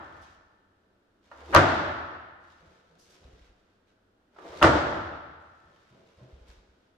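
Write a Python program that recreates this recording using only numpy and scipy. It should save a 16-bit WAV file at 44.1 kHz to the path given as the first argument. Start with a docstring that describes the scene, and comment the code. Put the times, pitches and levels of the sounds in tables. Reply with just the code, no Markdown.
"""Punches on a padded wooden post

Two heavy punches land in a bare, wooden-floored training room still ringing from an earlier blow.
Each is a swish of the cotton jacket, a slap on the pad and, 15 ms later, the plank's knock in its
wall bracket. The room rings for over a second; between punches bare feet step and slide into stance."""
import sys
import numpy as np
from scipy import signal
from scipy.fft import rfft, irfft, next_fast_len
from scipy.io import wavfile
from scipy.ndimage import map_coordinates

SR = 44100
rng = np.random.default_rng(int(sys.argv[2]) if len(sys.argv) > 2 else 0)


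def generate_wav(sig):
    """Save sig (samples, or channels by samples) to the path in sys.argv[1] as 16-bit PCM at SR."""
    pcm = np.round(np.clip(np.atleast_2d(sig).T, -1, 1) * 32767).astype(np.int16)
    wavfile.write(sys.argv[1], SR, pcm)


N = 307377


def amp(db):
    """Decibels to gain."""
    return 10 ** (np.asarray(db) / 20)


def unit(x):
    """Normalise to rms 1."""
    return x / np.sqrt(np.mean(x ** 2) + 1e-20)


def along(points, hz):
    """Read a breakpoint curve on a log frequency axis."""
    freqs, values = np.transpose(points)
    return np.interp(np.log(hz + 1), np.log(freqs + 1), values)


def seconds(size):
    """A time axis of size samples."""
    return np.arange(size) / SR


def add(track, s, sound):
    """Mix a sound into the track from time s on."""
    start = round(s * SR)
    sound = sound[..., max(-start, 0):N - start]
    track[..., max(start, 0):max(start, 0) + sound.shape[-1]] += sound


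def filtered(x, response):
    """Zero-phase EQ; response gives the gain at each frequency."""
    size = next_fast_len(x.shape[-1] + SR // 8)
    gain = response(np.fft.rfftfreq(size, 1 / SR))
    return irfft(rfft(x, size) * gain, size)[..., :x.shape[-1]]


def noise(spectrum, correlation, size, tilt_db=0):
    """Coloured stereo noise of rms 1, its treble tilted by tilt_db per octave."""
    def mid_side_eq(hz):
        width = np.arccos(np.clip(along(correlation, hz), -1, 1)) / 2
        colour = amp(along(spectrum, hz) + tilt_db * np.log2(1 + hz / 200))
        return colour * [np.cos(width), np.sin(width)]
    mid, side = filtered(rng.standard_normal((2, size)), mid_side_eq)
    return unit(np.array([mid + side, mid - side]))


def wobble(rate):
    """A smooth random LFO, rate knots a second."""
    knots = rng.standard_normal(int(N * rate / SR) + 4)
    return map_coordinates(knots, [np.arange(N) * rate / SR])


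def fade(t, t60):
    """Exponential decay, 60 dB down at t60."""
    return amp(-60 * t / t60)


def held(start, length, attack, release):
    """A linear attack-hold-release envelope, times in seconds."""
    t = seconds(N) - start
    return np.clip(t / attack, 0, 1) * np.clip(1 - (t - length) / release, 0, 1)


def ring(modes, t, tilt_db=0, scatter_db=0):
    """Struck modes; neighbours start in opposite polarity."""
    out = 0
    for k, (hz, db, t60) in enumerate(modes):
        gain = amp(db + tilt_db * np.log2(hz / 900) + scatter_db * rng.standard_normal())
        out += (-1) ** k * gain * fade(t, t60) * np.sin(2 * np.pi * hz * t)
    return out


# Stereo image of close sounds and first reflections: f/Hz, left-right correlation
NEAR_IMAGE = [(130, 1), (290, 0.99), (640, 0.94), (1400, 0.14), (3100, 0.33), (7000, 0)]
def burst(spectrum, t, t60, rise, tilt_db=0):
    """A close puff of noise that swells for an instant and dies away."""
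    attack = 1 - np.exp(-(t / rise) ** 2)
    return noise(spectrum, NEAR_IMAGE, len(t), tilt_db) * fade(t, t60) * attack


# Stereo image of diffuse sound: f/Hz, left-right correlation
FAR_IMAGE = [(60, 1), (130, 0.96), (290, .84), (640, 0.305), (1400, 0)]
# Reverb time of the room: f/Hz, t60/s
REVERB_TIME = [(60, 1.5), (160, 1.1), (420, 1.19), (1400, 1.535), (2900, 1.296), (5000, 1.1), (8000, 0.81),
               (13000, .15)]
def diffuse(spectrum, t, build, tilt_db=0):
    """The room's reverb tail; the treble dies first."""
    wash = noise(spectrum, FAR_IMAGE, len(t), tilt_db)
    hz, frame_s, bands = signal.stft(wash, SR, nperseg=256)
    _, tail = signal.istft(bands * fade(frame_s, along(REVERB_TIME, hz)[:, None]), SR)
    return tail[:, :len(t)] * (1 - np.exp(-t / build))


# Colour of what the walls send back: f/Hz, level/dB
REVERB_EQ = [(50, -2), (130, 1.5), (250, 0), (450, 2), (800, -1), (1400, 0), (2400, -4.5), (4000, -4),
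             (7000, -3.5), (10000, -11), (14000, -20)]
def room(x, near_db, far_db):
    """A dry sound plus its first reflections and tail."""
    t = seconds(2 * SR)
    near = burst(REVERB_EQ, t, t60=0.33, rise=0.0011)
    far = diffuse(REVERB_EQ, t, build=0.004)
    impulse = amp(near_db) * near / np.linalg.norm(near[0]) + amp(far_db) * far / np.linalg.norm(far[0])
    impulse[:, 0] += 1  # direct path
    return signal.fftconvolve(x, impulse, axes=1)[:, :N]


# Colour of the still air: f/Hz, level/dB
AIR_EQ = [(20, -3.5), (45, -0.5), (100, 0), (150, -10.5), (200, -2), (300, 0), (450, -3), (640, -6),
          (1050, -11.5), (1500, -7.5), (2200, -20), (3300, -19.5), (7500, -32.5), (14000, -41)]
# Tones of the building's hum: f/Hz, level/dB
HUM_TONES = [(96.9, -87), (193.8, -82), (635, -86.5), (1534, -94.5)]
def room_tone():
    """A bed of the building's faint rush and wavering hum."""
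    t, hum = seconds(N), 0
    for hz, db in HUM_TONES:
        peak = amp(db + 1.2 * wobble(6.5)) * np.sqrt(2)
        hum += peak * np.sin(2 * np.pi * hz * t + 0.28 * wobble(3.5))
    return hum + amp(-69 + 0.23 * wobble(3)) * noise(AIR_EQ, FAR_IMAGE, N)


# Lunges, each ending as the fist lands: end t/s, length/s, swish level/dB, rub level/dB, drum level/dB
LUNGE_CUES = [(1.54, .33, -52, -56.5, -41), (4.628, 0.34, -47.5, -51, -50.5)]
def lunge_swell(layer, db_per_s):
    """One layer's envelope: it grows as the body gathers speed and cuts off as the post stops it."""
    swell = 0
    for end, length, *levels in LUNGE_CUES:
        landing_db = levels[("swish", "rub", "drum").index(layer)]
        to_go = np.clip(end - seconds(N), 0, None)
        gate = held(end - length, length, attack=0.17, release=0.011)
        swell += gate * amp(landing_db - db_per_s * to_go)
    return swell


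def floor_drum(hz=73.4):
    """The floor drums on one wavering low note as the legs drive forward."""
    return lunge_swell("drum", db_per_s=116) * np.sin(2 * np.pi * hz * seconds(N) + 0.66 * wobble(22))


# Drops into the rear stance: t/s, thud level/dB, pat level/dB
STANCE_CUES = [(0.207, -62, -72), (3.243, -48.5, -71), (6.324, -45.5, -62)]
def rebounds(count=4, gap_s=0.08, loss_db=2.5, first_hz=66, sag_hz=5.6):
    """Footfall cues for the floor rebounding under the weight, each softer and lower than the last."""
    return [(s + k * gap_s, thud_db - k * loss_db, first_hz - k * sag_hz, pat_db - k * loss_db)
            for s, thud_db, pat_db in STANCE_CUES for k in range(count)]


# Footfalls: t/s, relative thud level/dB, thud f/Hz, pat level/dB
STEP_CUES = [(0.206, -71, 63, -71), (1.489, -50, 80, -49), (2.595, -65, 70.7, -57), (2.665, -61, 75.7, -72),
             (2.879, -71, 70.1, -61.5), (3.07, -67, 83.6, -64), (3.208, -60.5, 89.9, -55.5),
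             (4.49, -56, 82.4, -54), (5.644, -65, 69.5, -61), (5.905, -58, 130.3, -55.5),
             (6.168, -56, 90.5, -54.5), (6.21, -49, 125.2, -61), (6.685, -60, 62.9, -70)]
# Modes of the sprung floor: multiple of the thud's pitch, level/dB, t60/s
FLOOR_MODES = [(0.622, -11, 0.25), (1.002, 0, 0.26), (1.55, -13, .16)]
# Colour of a bare sole's pat: f/Hz, level/dB
SOLE_EQ = [(40, -31), (140, 0.5), (230, -7), (450, -1), (650, -4), (1100, -16), (3000, -27.5),
           (12000, -60.5)]
def feet():
    """Bare soles pat the boards, and the floor thuds as it gives under the weight."""
    pats, thuds, t = np.zeros((2, N)), np.zeros(N), seconds(SR // 2)
    soft_attack = 1 - np.exp(-(t / 0.0073) ** 2)
    for s, thud_db, thud_hz, pat_db in STEP_CUES + rebounds():
        boards = [(multiple * thud_hz, db, t60) for multiple, db, t60 in FLOOR_MODES]
        add(thuds, s, amp(thud_db + 4) * ring(boards, t, scatter_db=1) * soft_attack)
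        add(pats, s, amp(pat_db) * burst(SOLE_EQ, t, t60=0.34, rise=0.018))
    return thuds + room(pats, near_db=-11.5, far_db=-1)


# Cloth moves (straightening up, stepping back, flicking a sleeve): t/s, length/s, level/dB
CLOTH_CUES = [(-.05, 0.39, -69), (0.204, 0.039, -65.5), (1.215, .035, -70), (2.39, .38, -71),
              (2.766, 0.28, -76), (3.05, .12, -67), (3.196, 0.27, -70), (3.48, 0.26, -82.5),
              (3.86, .025, -70.5), (5.379, 0.31, -76), (5.695, 0.88, -73), (6.461, 0.028, -62),
              (6.552, 0.33, -81.5)]
# Colour of cloth rubbing: f/Hz, level/dB
CLOTH_EQ = [(300, -19.5), (900, 1.5), (2200, 2.5), (3500, 1.5), (5500, -4), (7500, -11), (10000, -17.5),
            (14000, -22.5)]
# Soles skidding on the varnish: t/s, level/dB, t60/s
SKID_CUES = [(0.21, -61, 0.16), (2.98, -60, .45), (3.089, -64, 0.45), (6.472, -63.5, 0.22)]
# Colour of a skid: f/Hz, level/dB
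SKID_EQ = [(1000, -26), (3000, -10), (5500, -1), (8000, -11), (12000, -13), (15000, -30)]
def rustle():
    """Cloth folds and skidding soles rub in tiny uneven catches."""
    moves = sum(amp(db) * held(s, length, attack=0.043, release=0.046) for s, length, db in CLOTH_CUES)
    rubbing = (moves + lunge_swell("rub", db_per_s=51.5)) * noise(CLOTH_EQ, NEAR_IMAGE, N)
    for s, db, t60 in SKID_CUES:
        add(rubbing, s, amp(db) * burst(SKID_EQ, seconds(SR // 2), t60, rise=0.0092))
    catches = unit(amp(3 * wobble(350) + wobble(40)))
    return room(rubbing * catches, near_db=-5, far_db=-6)


# Colour of the jacket's swish: f/Hz, level/dB
SWISH_EQ = [(80, -30.5), (160, -16.5), (380, -0.5), (600, -2.5), (1000, -6), (1600, -12), (2500, -21.5),
            (4500, -43), (9000, -69)]
# The jacket snapping taut: t/s, level/dB, peak f/Hz, t60/s
SNAP_CUES = [(1.3138, -38.5, 947, 0.044), (1.492, -42.5, 330, 0.15), (1.526, -30, 993, 0.24),
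             (1.534, -24.5, 1092, 0.041), (1.541, -18, 1026, 0.11), (4.361, -52, 760, 0.087),
             (4.385, -39, 720, .045), (4.451, -40.5, 427.5, 0.043), (4.614, -25, 914, 0.062),
             (4.619, -18.5, 800, 0.27)]
def jacket():
    """Heavy cotton swishes through the lunge and snaps taut as the arm shoots out."""
    cloth = lunge_swell("swish", db_per_s=38) * noise(SWISH_EQ, NEAR_IMAGE, N)
    cloth *= unit(amp(3.5 * wobble(70)))  # fast flutter in level
    for s, db, hz, t60 in SNAP_CUES:
        snap_eq = [(hz / 8, -20), (hz / 2, -6), (hz, 0), (hz * 1.7, -4), (hz * 2.8, -19), (hz * 12, -52)]
        add(cloth, s, amp(db) * burst(snap_eq, seconds(SR // 4), t60, rise=0.0008))
    return room(cloth, near_db=-6, far_db=-5.5)


# Standing waves of the room: f/Hz, level/dB, t60/s
ROOM_MODES = [(148, -9, 1.3), (339.2, -5.5, 1.4), (328, -8, .85), (475, -4.5, 1.3), (575, 2, 1.2),
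              (631, -3, 1.3), (638, -1, 0.65), (679, 5.5, 0.66), (756, -2, 0.97), (888, 1, 1.15),
              (884, -0.5, 1.5), (1030, 1.5, 0.4), (1175, 0, 0.4), (1175, -3, 0.51), (1214, -4.5, 1.5),
              (1320, 0.5, 1.8), (1430, 0, 1.15), (1710, -7, 0.94), (1746, -6.5, 1.1), (1778, -7.5, 1.9)]
def standing_waves(t, tilt_db, detune_hz=3, build=0.059):
    """The room's lingering resonances; the higher ones spread wider in stereo."""
    waves = 0
    for hz, db, t60 in ROOM_MODES:
        phase = 2 * np.pi * (hz + rng.normal(0, detune_hz)) * t + rng.uniform(0, 2 * np.pi)
        spread = rng.normal(0, hz / 900, (2, 1))
        waves += amp(db + tilt_db * np.log2(hz / 900)) * fade(t, t60) * np.sin(phase + spread)
    return waves * (1 - np.exp(-t / build))


# Colour of a blow's first reflections: f/Hz, level/dB
BANG_EQ = [(71, -34.5), (120, -3.5), (254, -22), (321, 2.5), (396, -12.5), (629, 0), (824, -13.5),
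           (907, -2), (1120, -10), (1360, -2.5), (2520, -22.5), (5450, -34), (9520, -51), (12000, -60.5),
           (15600, -87), (22000, -120)]
# Colour of a blow once it has filled the room: f/Hz, level/dB
WASH_EQ = [(35, -30), (75, 2.5), (190, -6), (330, 5), (440, -6.5), (640, 1), (1000, -3.5), (1400, -2),
           (1850, -8.5), (2400, -16.5), (3500, -18.5), (5500, -28.5), (8000, -38), (12000, -59)]
def room_bloom(t, tilt_db):
    """A blow bangs back off wall and floor, then blooms into a ringing tail."""
    bang = amp(-0.26) * burst(BANG_EQ, t, t60=0.23, rise=0.003, tilt_db=tilt_db)
    wash = amp(-9.5) * diffuse(WASH_EQ, t, build=0.018, tilt_db=tilt_db)
    ringing = amp(-23.5) * standing_waves(t, tilt_db)
    flutter = amp(0.8 * wobble(24)[:len(t)])  # echoes arrive in uneven clusters
    return bang + flutter * (wash + ringing)


# Clacks in the bracket: t/s, level/dB
CLACK_CUES = [(1.5501, -12), (1.5617, -7.5), (1.566, -13.5), (1.572, -18.5), (4.6298, -17), (4.6314, -21),
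              (4.6462, -13.5)]
# Colour of a clack: f/Hz, level/dB
CLACK_EQ = [(300, -10.5), (1100, -1), (2000, -3.5), (3500, -5.5), (6000, -11.5), (8000, -31), (14000, -46)]
def bracket_chatter():
    """The struck plank chatters in its wall bracket."""
    out, t = np.zeros((2, N)), seconds(2 * SR)
    for s, db in CLACK_CUES:
        add(out, s, amp(db) * burst(CLACK_EQ, t, t60=0.01, rise=0.0004))
    return out


# Modes of wall and floor, shaken through the bracket: f/Hz, level/dB, t60/s
WALL_MODES = [(85, -5, 0.15), (83.3, -22, 2.1), (93.8, 1.5, 0.6), (122, -16, 0.22), (150, -5, 0.49)]
# Modes of the plank and its pad: f/Hz, level/dB, t60/s
PLANK_MODES = [(323, -9, 0.19), (510, -16.5, 0.0079), (631, -7.5, 0.15), (733, -10.5, 0.081),
               (950, -1.5, 0.062), (1156, 2, .032), (1365, -4, 0.023), (1750, -9, 0.017), (2000, -8, 0.029),
               (2820, -13, 0.027), (3560, -17.5, 0.017)]
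# Colour of knuckles on the pad: f/Hz, level/dB
KNUCKLE_EQ = [(150, -24), (400, -8), (1200, 3), (2600, -5.5), (5000, -10), (8000, -17), (12500, -20),
              (15000, -32)]
# Blows on the post, one before the scene opens, then two slap-and-knock pairs: t/s, level/dB,
# tilt/(dB/octave), crack level/dB, crack tilt/(dB/octave), boom level/dB, room level/dB
BLOW_CUES = [(-0.6, -10, -0.5, -8, 0, -19, 2), (1.5478, -9.5, 1.4, -1.5, 2, -26, -1),
             (1.5623, -11.5, 0.77, -2.5, -5.5, -10, 0.5), (4.6266, -10.5, 4.5, 1.5, -2, -25.5, -5),
             (4.6418, -9.5, -2.14, -1.5, -6, -14, -1.5)]
def punches():
    """Each blow cracks on the pad, rings the plank, shakes the wall and fills the room."""
    out, t = np.zeros((2, N)), seconds(2 * SR)
    for s, db, tilt_db, crack_db, crack_tilt_db, boom_db, room_db in BLOW_CUES:
        plank = ring(PLANK_MODES, t, tilt_db, scatter_db=1)
        crack = amp(crack_db) * burst(KNUCKLE_EQ, t, t60=0.008, rise=0.0002, tilt_db=crack_tilt_db)
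        boom = amp(boom_db) * ring(WALL_MODES, t) * (1 - np.exp(-t / 0.002))
        bloom = amp(room_db) * room_bloom(t, tilt_db)
        add(out, s, amp(db) * (plank + crack + boom + bloom))
    return out


def scene():
    """The post up front and a touch left, over cloth, footwork and room tone."""
    post = (punches() + bracket_chatter()) * amp([[0.4], [-0.4]])
    return post + jacket() + rustle() + feet() + floor_drum() + room_tone()


def record(dry):
    """The microphone soft-clips the highest peaks and keeps nothing above its band limit."""
    top_hz = 14900
    rounded = dry / (1 + np.abs(dry) ** 8) ** (1 / 8)
    return filtered(rounded, lambda hz: 1 / (1 + (hz / top_hz) ** 80))


dry = scene()
out = record(dry)
generate_wav(out)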